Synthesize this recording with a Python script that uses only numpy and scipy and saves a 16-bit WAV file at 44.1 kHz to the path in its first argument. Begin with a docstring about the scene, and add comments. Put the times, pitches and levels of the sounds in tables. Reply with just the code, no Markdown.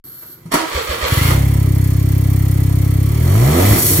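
"""A car engine starts and is blipped, heard from just above the open engine bay: each firing makes a deep gulp,
a click ringing through the air box. A thin whine and a relay thud come first; the starter, made of gear-tooth
clicks and tones, cranks three times. The engine catches and idles with clattering valve gear and ticking
injectors (shaped noise), then revs up with a rasp until the throttle shuts, chuffs and a blow-off valve hisses.
"""
import sys
import numpy as np
from scipy import signal
from scipy.fft import rfft, irfft
from scipy.io import wavfile
from scipy.ndimage import uniform_filter1d

SR = 44100
rng = np.random.default_rng(int(sys.argv[2]) if len(sys.argv) > 2 else 0)


def to_wav(s):
    """Save 16-bit WAV."""
    ch = np.atleast_2d(s).T  # columns
    pcm = np.round(np.clip(ch, -1, 1) * 32767)  # PCM
    wavfile.write(sys.argv[1], SR, pcm.astype(np.int16))


N = 176400
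T = np.arange(N) / SR  # seconds
FREQS = np.fft.rfftfreq(N, 1 / SR)  # Hz

# Engine speed. Each row: time in seconds, firings per second.
ENGINE_SPEED = [(0.7, 4.3), (0.9, 8.37), (1.05, 6.56), (1.15, 19.77), (1.25, 28.46), (1.37, 33.78),
                (1.5, 34.15), (1.68, 32.57), (2.05, 32.64), (2.4, 33.18), (3.0, 32.59), (3.17, 36.8),
                (3.3, 45.38), (3.45, 64.33), (3.6, 91.69), (3.7, 103.71), (3.78, 100.0), (4.0, 91.0)]
# Strength of the intake gulps. Each row: time in seconds, relative level in dB.
GULP_LEVEL = [(1.07, -70), (1.11, 0), (1.2, .5), (1.35, .5), (2.0, -.3), (3.0, -.3), (3.12, -2), (3.3, 1.2),
              (3.42, -.8), (3.51, -1.3), (3.6, -6.5), (3.69, -6), (3.76, -13), (3.89, -17), (4.0, -9)]
# How the air box responds to a gulp. Each row: frequency in Hz, relative level in dB.
AIR_BOX = [(20, -42), (50, -14), (66, -4.5), (99, 1.2), (132, -3), (165, -9), (198, -21), (231, -26),
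           (264, -17.5), (297, -14), (330, -29), (362, -27), (410, -46), (1200, -85)]
# The softer gulp of a cylinder that has not fired. Each row: frequency in Hz, relative level in dB.
UNFIRED_PUFF = [(15, -21.5), (35, -10.5), (75, 2.5), (100, -16.5), (135, -33), (300, -42.5)]
# Rasp of the open throttle. Each row: time in seconds, relative level in dB.
RASP_LEVEL = [(3.05, -55), (3.25, -30), (3.38, -22.5), (3.53, -20), (3.59, -14), (3.65, -20), (3.76, -25),
              (3.82, -36)]
# Colour of the rasp in the intake pipe. Each row: frequency in Hz, relative level in dB.
INTAKE_PIPE = [(130, -20), (200, 1), (290, 5), (370, -6), (720, -4), (850, -14), (1150, -13), (2500, -32.5)]
# Strength of each cylinder's bark: one relative level in dB per cylinder, in firing order.
CYLINDER_BARK = [2, -1.5, 1, -2.5]
# Air surging back against the shut throttle. Each row: time in seconds, level in dB.
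CHUFF_TIMES = [(3.73, -15), (3.768, -15), (3.86, -21), (3.92, -16), (3.995, -14)]
# Clatter of the running engine. Each row: time in seconds, level in dB before its throb.
CLATTER_LEVEL = [(1.08, -56), (1.3, -23), (1.45, -31), (1.7, -34.5), (3.0, -34.5), (3.2, -31), (3.45, -23),
                 (3.6, -18.5), (3.67, -19), (3.76, -17.5), (3.81, -26.5), (4.0, -23)]
# Colour of the clatter from the engine block. Each row: frequency in Hz, relative level in dB.
ENGINE_BLOCK = [(240, 1.5), (400, 4), (700, 0.5), (850, -3), (1120, -3), (1400, -7), (2050, -3), (2700, -9),
                (5000, -14.5), (9000, -13.5), (14000, -46)]
# Injector ticks after each firing. Each row: delay in seconds, relative level in dB, decay in seconds.
INJECTOR_TICKS = [(.0064, -24.5, 0.0024), (0.0098, -25.5, 0.0081)]
# Colour of the injector ticks. Each row: frequency in Hz, relative level in dB.
INJECTOR_COLOUR = [(1500, -67), (4000, -11), (8000, -9), (9900, -3), (11500, -4.5), (14500, 2), (16000, -1)]
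# Air hissing past the throttle. Each row: time in seconds, level in dB before its flicker.
THROTTLE_AIR = [(.5, -77), (.68, -34), (1.05, -32), (1.09, -24.5), (1.31, -21), (1.38, -36.5), (1.7, -50),
                (3.1, -46), (3.3, -32), (3.55, -24.5), (3.77, -15.5), (4.0, -29)]
# Blow-off valve. Each row: time in seconds, level in dB before its flicker.
BLOW_OFF_VALVE = [(3.76, -60), (3.79, -22), (3.815, -17), (3.87, -13), (4.0, -15.5)]
# Colour of hissing air. Each row: frequency in Hz, relative level in dB.
HISS_COLOUR = [(1500, -27), (4000, -8.5), (6500, -6), (9500, -2.5), (11300, 1), (13500, 0.5), (15500, 0.5)]
# Starter gear speed. Each row: time in seconds, tooth strikes per second (Hz) before the crank swing.
GEAR_MESH = [(.5, 250), (.61, 335), (.67, 312), (.71, 510), (.78, 510), (.9, 545), (1.12, 540), (1.21, 706),
             (1.32, 714), (1.55, 442)]
# Grinding of the starter gears. 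Each row: time in seconds, level in dB before the crank swell.
GRIND_LEVEL = [(.5, -51), (.525, -19), (.55, -23), (.59, -21), (.69, -25), (1.0, -25), (1.08, -22),
               (1.32, -24), (1.38, -66)]
# Clean gear whine. Each row: time in seconds, then the levels in dB, before the load swell,
# of the tooth-strike tone, of its 2nd multiple and of its 3rd multiple.
GEAR_TONES = [(.5, -60, -70, -70), (.55, -28, -36, -38), (.6, -29, -34, -36), (.64, -21, -29, -34),
              (.68, -44, -55, -55), (.76, -19.5, -35, -35), (1.08, -19.5, -33, -30), (1.14, -45, -43, -31),
              (1.32, -48, -48, -27), (1.39, -75, -75, -70)]
# Ringing of the bell housing. Each row: frequency in Hz, relative level in dB.
BELL_HOUSING = [(200, -8), (500, 3), (700, -3.5), (1100, 3.5), (2100, 0.5), (4300, -4.5), (6000, -12.5),
                (8200, -12), (15000, -71)]
# Separate knocks. Each row: time in seconds, level in dB, decay in seconds, ring frequency in Hz,
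# ring level in dB and crash level in dB (these two relative to the knock).
KNOCK_TIMES = [(0.229, -41.5, 0.0095, 1430, -2, 3.5), (0.292, -44, 0.023, 320, -2, -14),
               (0.461, -26, 0.02, 172, 1, -14.5), (0.521, -17, 0.031, 680, -2, 1.5),
               (0.542, -15, 0.02, 281, 0, 6.5), (0.555, -25.5, .016, 1144, -3, 2),
               (1.314, -18.5, 0.0063, 450, 0, -6)]
# Colour of a metal crash. Each row: frequency in Hz, relative level in dB.
METAL_CRASH = [(100, -15), (400, -4.5), (1200, -3), (3000, -14.5), (7000, -17.5), (10000, -16.5),
               (15000, -22.5)]
# Ringing colour of the faint noise under the ignition whine. Each row: frequency in Hz, relative level in dB.
ROOM_COLOUR = [(1000, -27), (1450, 9), (2400, -20), (4300, 0.5), (6000, -14)]
# Low rumble of the engine bay. Each row: time in seconds, level in dB before its slow wander.
RUMBLE_LEVEL = [(0, -52), (1.05, -42), (1.25, -29), (1.45, -38), (3.0, -40), (3.3, -29), (4.0, -26)]
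# Colour of the engine bay. Each row: frequency in Hz, relative level in dB.
BAY_COLOUR = [(20, -54), (45, -9), (150, 3.5), (220, -9.5), (330, -1), (900, -39)]
# Phase turn between left and right, widening the stereo image. Each row: frequency in Hz, whole turns.
LEFT_PHASE_TURNS = [(20, 0), (130, -.04), (330, 0), (830, .5), (1450, 1.5), (2700, 2.5), (4900, 4.5),
                    (7400, 6.5), (10600, 8.5), (15200, 11.5)]
# Share of sound common to both channels. Each row: frequency in Hz, likeness from 0 to 1.
CHANNEL_LIKENESS = [(160, 1), (280, .9), (600, .55), (2000, .6), (6000, .62), (12000, .82)]
# Left-right balance. Each row: frequency in Hz, left minus right level in dB.
LEFT_RIGHT_DB = [(100, 0.5), (280, 0), (600, -5.5), (1300, -4.5), (2800, -1.2), (12000, 0)]

FIRST_FIRING_S, FIRED_AFTER_S, THROTTLE_SHUT_S = 1.128, 1.1, 3.71
GULP_GAIN_DB, GULP_SCATTER_DB, GULP_SCATTER_S = 44, .35, .00008
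OVERRUN_SCATTER_DB, OVERRUN_SCATTER_S = 3.5, .0016
REFLECTION, REFLECTION_S, REFLECTION_SPAN_S = .55, 3.48, .11  # peak gain, time of peak, spread
BOUNCE, BOUNCE_DELAY_S, CATCH_S, CATCH_SPAN_S = .3, .014, 1.33, .22  # peak gain, delay, time of peak, spread
PUFF_DB, PUFF_FADE_DB_PER_S = 37.5, 2  # level at 0.9 s, and its fade
BARK_DELAY_S, BARK_SCATTER_DB = .0028, 1.5
CHUFF_S = .016
CRANK_SWING, CRANK_LAG, MESH_JITTER = .16, .11, .009  # speed fraction, firing turns, speed fraction
CRANK_SWELL_DB, GRIND_DB = 4, 5.5
TONE_SWELL_DB, TONE_LAG = 9, .16  # the lag is in firing turns
WHINE_HZ, WHINE_WIDTH_HZ = 12400, 310
WHINE_DB, WHINE_HISS_DB, ROOM_DB = -36.5, -44, -50
WHINE_ON_S, WHINE_OFF_S = 0.04, 0.34
LOW_CUT_HZ, TOP_HZ = 14, 15750


def undb(db):
    """Turn decibels into gain."""
    return 10 ** (np.asarray(db) / 20)


def unit(x):
    """Scale to an average strength (rms) of 1."""
    return x / np.sqrt(np.mean(x ** 2))


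def curve(rows, axis=1):
    """Join one column of a table by straight lines in time."""
    rows = np.array(rows, float)
    return np.interp(T, rows[:, 0], rows[:, axis])


def over_hz(rows):
    """Join a table by straight lines over log frequency."""
    rows = np.array(rows, float)
    return np.interp(np.log(FREQS + 1), np.log(rows[:, 0]), rows[:, 1])


def colour(x, rows):
    """Filter a sound by a table of frequencies and levels."""
    return irfft(rfft(x) * undb(over_hz(rows)), N)


def noise(rows):
    """Make coloured noise of rms 1."""
    return unit(colour(rng.standard_normal(N), rows))


def ring(hz, width_hz):
    """Make noise in one resonance, rms 1; at 0 Hz it is a slow random wander."""
    resonance = 1 + ((FREQS - hz) / width_hz) ** 2
    return unit(irfft(rfft(rng.standard_normal(N)) / resonance, N))


def pulses(times, sizes):
    """Place clicks at the given times, each shared between two samples for exact timing."""
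    at = np.clip(np.asarray(times) * SR, 0, N - 2)
    i = at.astype(int)
    sizes = sizes * (at > 0) * (at < N - 2)
    return np.bincount(i, sizes * (1 - at + i), N) + np.bincount(i + 1, sizes * (at - i), N)


def wraps(phase):
    """Find the times at which a rising phase passes a whole turn."""
    return np.interp(np.arange(np.ceil(phase[0]), phase[-1]), phase, T)


def fade(x, decay_s):
    """Give each click an exponential tail."""
    return signal.lfilter([1], [1, -np.exp(-1 / (SR * decay_s))], x)


def suck(x, rows):
    """Ring a cavity: a dip of suction, a rebound on the beat, then a dying ring."""
    # the log spectrum, folded to one side in time, gives a ring that starts at once and dies away
    cepstrum = irfft(np.log(undb(over_hz(rows))), N)
    one_sided = cepstrum * (1 + np.sign(np.fft.fftfreq(N)))
    response = -irfft(np.exp(rfft(one_sided)), N)
    on_the_beat = np.roll(response, -np.argmax(response))
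    return irfft(rfft(x) * rfft(on_the_beat), N)


def intake(firings):
    """Each cylinder gulps through the air box: softly while cranking, hard once it fires."""
    late, size = rng.standard_normal((len(firings), 2)).T
    overrun = firings > THROTTLE_SHUT_S  # with the throttle shut the gulps turn ragged
    times = firings + late * np.where(overrun, OVERRUN_SCATTER_S, GULP_SCATTER_S)
    gulps = pulses(times, undb(size * np.where(overrun, OVERRUN_SCATTER_DB, GULP_SCATTER_DB)))
    # as the revs pass the pipe's resonance, a reflection arrives midway between gulps
    between = (firings[1:] + firings[:-1]) / 2
    reflected = pulses(between, REFLECTION * np.exp(-((between - REFLECTION_S) / REFLECTION_SPAN_S) ** 2))
    # while the engine catches, each gulp bounces back along the duct
    fired = firings[firings > FIRED_AFTER_S]
    bounced = pulses(fired + BOUNCE_DELAY_S, BOUNCE * np.exp(-((fired - CATCH_S) / CATCH_SPAN_S) ** 2))
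    train = gulps + reflected + bounced
    cranking = (T > .7) * (T < 1.1) * undb(PUFF_DB - PUFF_FADE_DB_PER_S * (T - 0.9))
    hard = suck(train * undb(GULP_GAIN_DB + curve(GULP_LEVEL)), AIR_BOX)
    soft = suck(train * cranking, UNFIRED_PUFF)
    return hard + soft


def rasp(firings, breath_db=-7, decay_s=0.0026):
    """Under load each gulp barks in the intake pipe, with a puff of turbulence."""
    scatter = BARK_SCATTER_DB * rng.standard_normal(len(firings))
    barks = pulses(firings + BARK_DELAY_S, undb(np.resize(CYLINDER_BARK, len(firings)) + scatter))
    puffs = unit(fade(barks, decay_s) * rng.standard_normal(N))
    piped = unit(colour(unit(barks) + undb(breath_db) * puffs, INTAKE_PIPE))
    return 0.84 * piped * undb(curve(RASP_LEVEL))


def chuffs():
    """Air surges in the intake after the throttle shuts, in short low puffs of noise."""
    return noise(BAY_COLOUR) * sum(undb(db) * np.exp(-((T - at) / CHUFF_S) ** 2) for at, db in CHUFF_TIMES)


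def machinery(phase, firings, throb_db=2.6, tick_scatter_db=1.5):
    """Valve gear clatters, swelling once per firing; injectors tick twice after each firing."""
    throb = throb_db * np.cos(2 * np.pi * (phase - .6))
    clatter = noise(ENGINE_BLOCK) * undb(curve(CLATTER_LEVEL) + throb)
    fired = firings[firings > FIRED_AFTER_S]
    sizes = undb(tick_scatter_db * rng.standard_normal(len(fired)))
    ticks = sum(fade(pulses(fired + delay, sizes * undb(db)), decay_s) for delay, db, decay_s in INJECTOR_TICKS)
    softened = uniform_filter1d(ticks, size=24)  # size in samples
    return clatter + softened * noise(INJECTOR_COLOUR)


def air(flicker_db=1.74):
    """Air hisses past the throttle and the blow-off valve dumps the boost, as flickering noise."""
    level = undb(curve(THROTTLE_AIR)) + undb(curve(BLOW_OFF_VALVE))
    return noise(HISS_COLOUR) * level * undb(flicker_db * ring(0, 60))


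def starter(phase, tooth_scatter_db=3.0, grind_s=0.0018):
    """Pinion teeth strike the ring gear; every compression drags the whine down and makes it louder."""
    cranking = np.interp(T, [.66, .72, 1.09, 1.14], [0, 1, 1, 0])
    stroke = 2 * np.pi * (phase - CRANK_LAG)
    hz = curve(GEAR_MESH) * (1 - CRANK_SWING * np.sin(stroke) * cranking)
    mesh = np.cumsum(hz * (1 + MESH_JITTER * ring(0, 83.0))) / SR  # teeth passed so far
    times = wraps(mesh)
    teeth = pulses(times, undb(tooth_scatter_db * rng.standard_normal(len(times))))
    grind = unit(fade(teeth, grind_s) * rng.standard_normal(N))
    gears = unit(colour(unit(teeth - teeth.mean()) + undb(GRIND_DB) * grind, BELL_HOUSING))
    gear_level = undb(curve(GRIND_LEVEL) + CRANK_SWELL_DB * np.cos(stroke) * cranking)
    # the teeth sing most clearly while they carry the load of a compression
    load = undb(TONE_SWELL_DB * cranking * (np.cos(2 * np.pi * (phase - TONE_LAG)) - 1.5))
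    whine = 0
    for k in range(1, len(GEAR_TONES[0])):
        whine = whine + np.sqrt(2) * np.sin(2 * np.pi * k * mesh) * undb(curve(GEAR_TONES, axis=k))
    running = (T > GEAR_MESH[0][0]) * (T < GEAR_MESH[-1][0])
    return (gears * gear_level + whine * load) * running


def knocks(attack_s=0.0079):
    """Small ticks, the relay's thud, solenoid and pinion slamming home, and a clunk as the pinion drops out."""
    out = 0
    for at, db, decay_s, hz, ring_db, crash_db in KNOCK_TIMES:
        rise = np.clip((T - at) / attack_s + 1, 0, 1)
        shape = rise * np.exp(-np.maximum(T - at, 0) / decay_s)
        body = undb(ring_db) * ring(hz, hz * 0.18) + undb(crash_db) * noise(METAL_CRASH)
        out = out + undb(db) * shape * body
    return out


def ignition_whine(release_s=0.011):
    """A thin electric whine and fizz while the ignition is on, before the start, made of filtered noise."""
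    gate = (T > WHINE_ON_S) * np.exp(-np.maximum(T - WHINE_OFF_S, 0) / release_s)
    whine = undb(WHINE_DB) * ring(WHINE_HZ, WHINE_WIDTH_HZ)
    fizz = undb(WHINE_HISS_DB) * noise(HISS_COLOUR)
    return gate * (whine + fizz + undb(ROOM_DB) * noise(ROOM_COLOUR))


def background(floor_db=-56, lump_db=3):
    """A low rumble of noise wanders slowly in level over a faint steady noise."""
    rumble = noise(BAY_COLOUR) * undb(curve(RUMBLE_LEVEL) + lump_db * ring(0, 3.9))
    return rumble + undb(floor_db) * noise(METAL_CRASH)


def bay_echo(x, length_s=0.18):
    """Dense reflections from bonnet and garage: dying noise, evened out over frequency."""
    response = rfft(rng.standard_normal(N) * np.exp(-T / .06) * (T > .002))
    flat = irfft(response / np.sqrt(uniform_filter1d(np.abs(response) ** 2, size=200)), N)
    return signal.fftconvolve(x, flat * (T < length_s))[:N]


def stereo(x):
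    """The shared sound is turned in phase on the left; above the bass each side has its own reflections."""
    direct = rfft(x)
    like = np.clip(over_hz(CHANNEL_LIKENESS), 0, 1)
    turn = np.exp(-2j * np.pi * np.interp(FREQS, *np.array(LEFT_PHASE_TURNS).T))
    left = np.sqrt(like) * direct * turn + np.sqrt(1 - like) * rfft(bay_echo(x))
    right = np.sqrt(like) * direct + np.sqrt(1 - like) * rfft(bay_echo(x))
    tilt = undb(over_hz(LEFT_RIGHT_DB) / 2)
    return np.array([irfft(left * tilt, N), irfft(right / tilt, N)])


def scene():
    """One crank phase, counted in firings, drives the intake, rasp, clatter, ticks and starter load."""
    phase = np.cumsum(curve(ENGINE_SPEED)) / SR
    phase = phase - np.interp(FIRST_FIRING_S, T, phase)
    firings = wraps(phase)
    engine = intake(firings) + rasp(firings) + chuffs() + machinery(phase, firings) + air()
    starting = starter(phase) + knocks() + ignition_whine()
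    return stereo(engine + starting + background()) * (T > WHINE_ON_S)


def record(dry):
    """Cut the deepest bass, round the highest peaks and cut the top."""
    dry = irfft(rfft(dry) * FREQS ** 4 / (FREQS ** 4 + LOW_CUT_HZ ** 4), N)
    held = dry / (1 + (dry / .92) ** 8) ** (1 / 8)
    return signal.sosfilt(signal.ellip(10, .2, 80, TOP_HZ, fs=SR, output="sos"), held)


dry = scene()
out = record(dry)
to_wav(out)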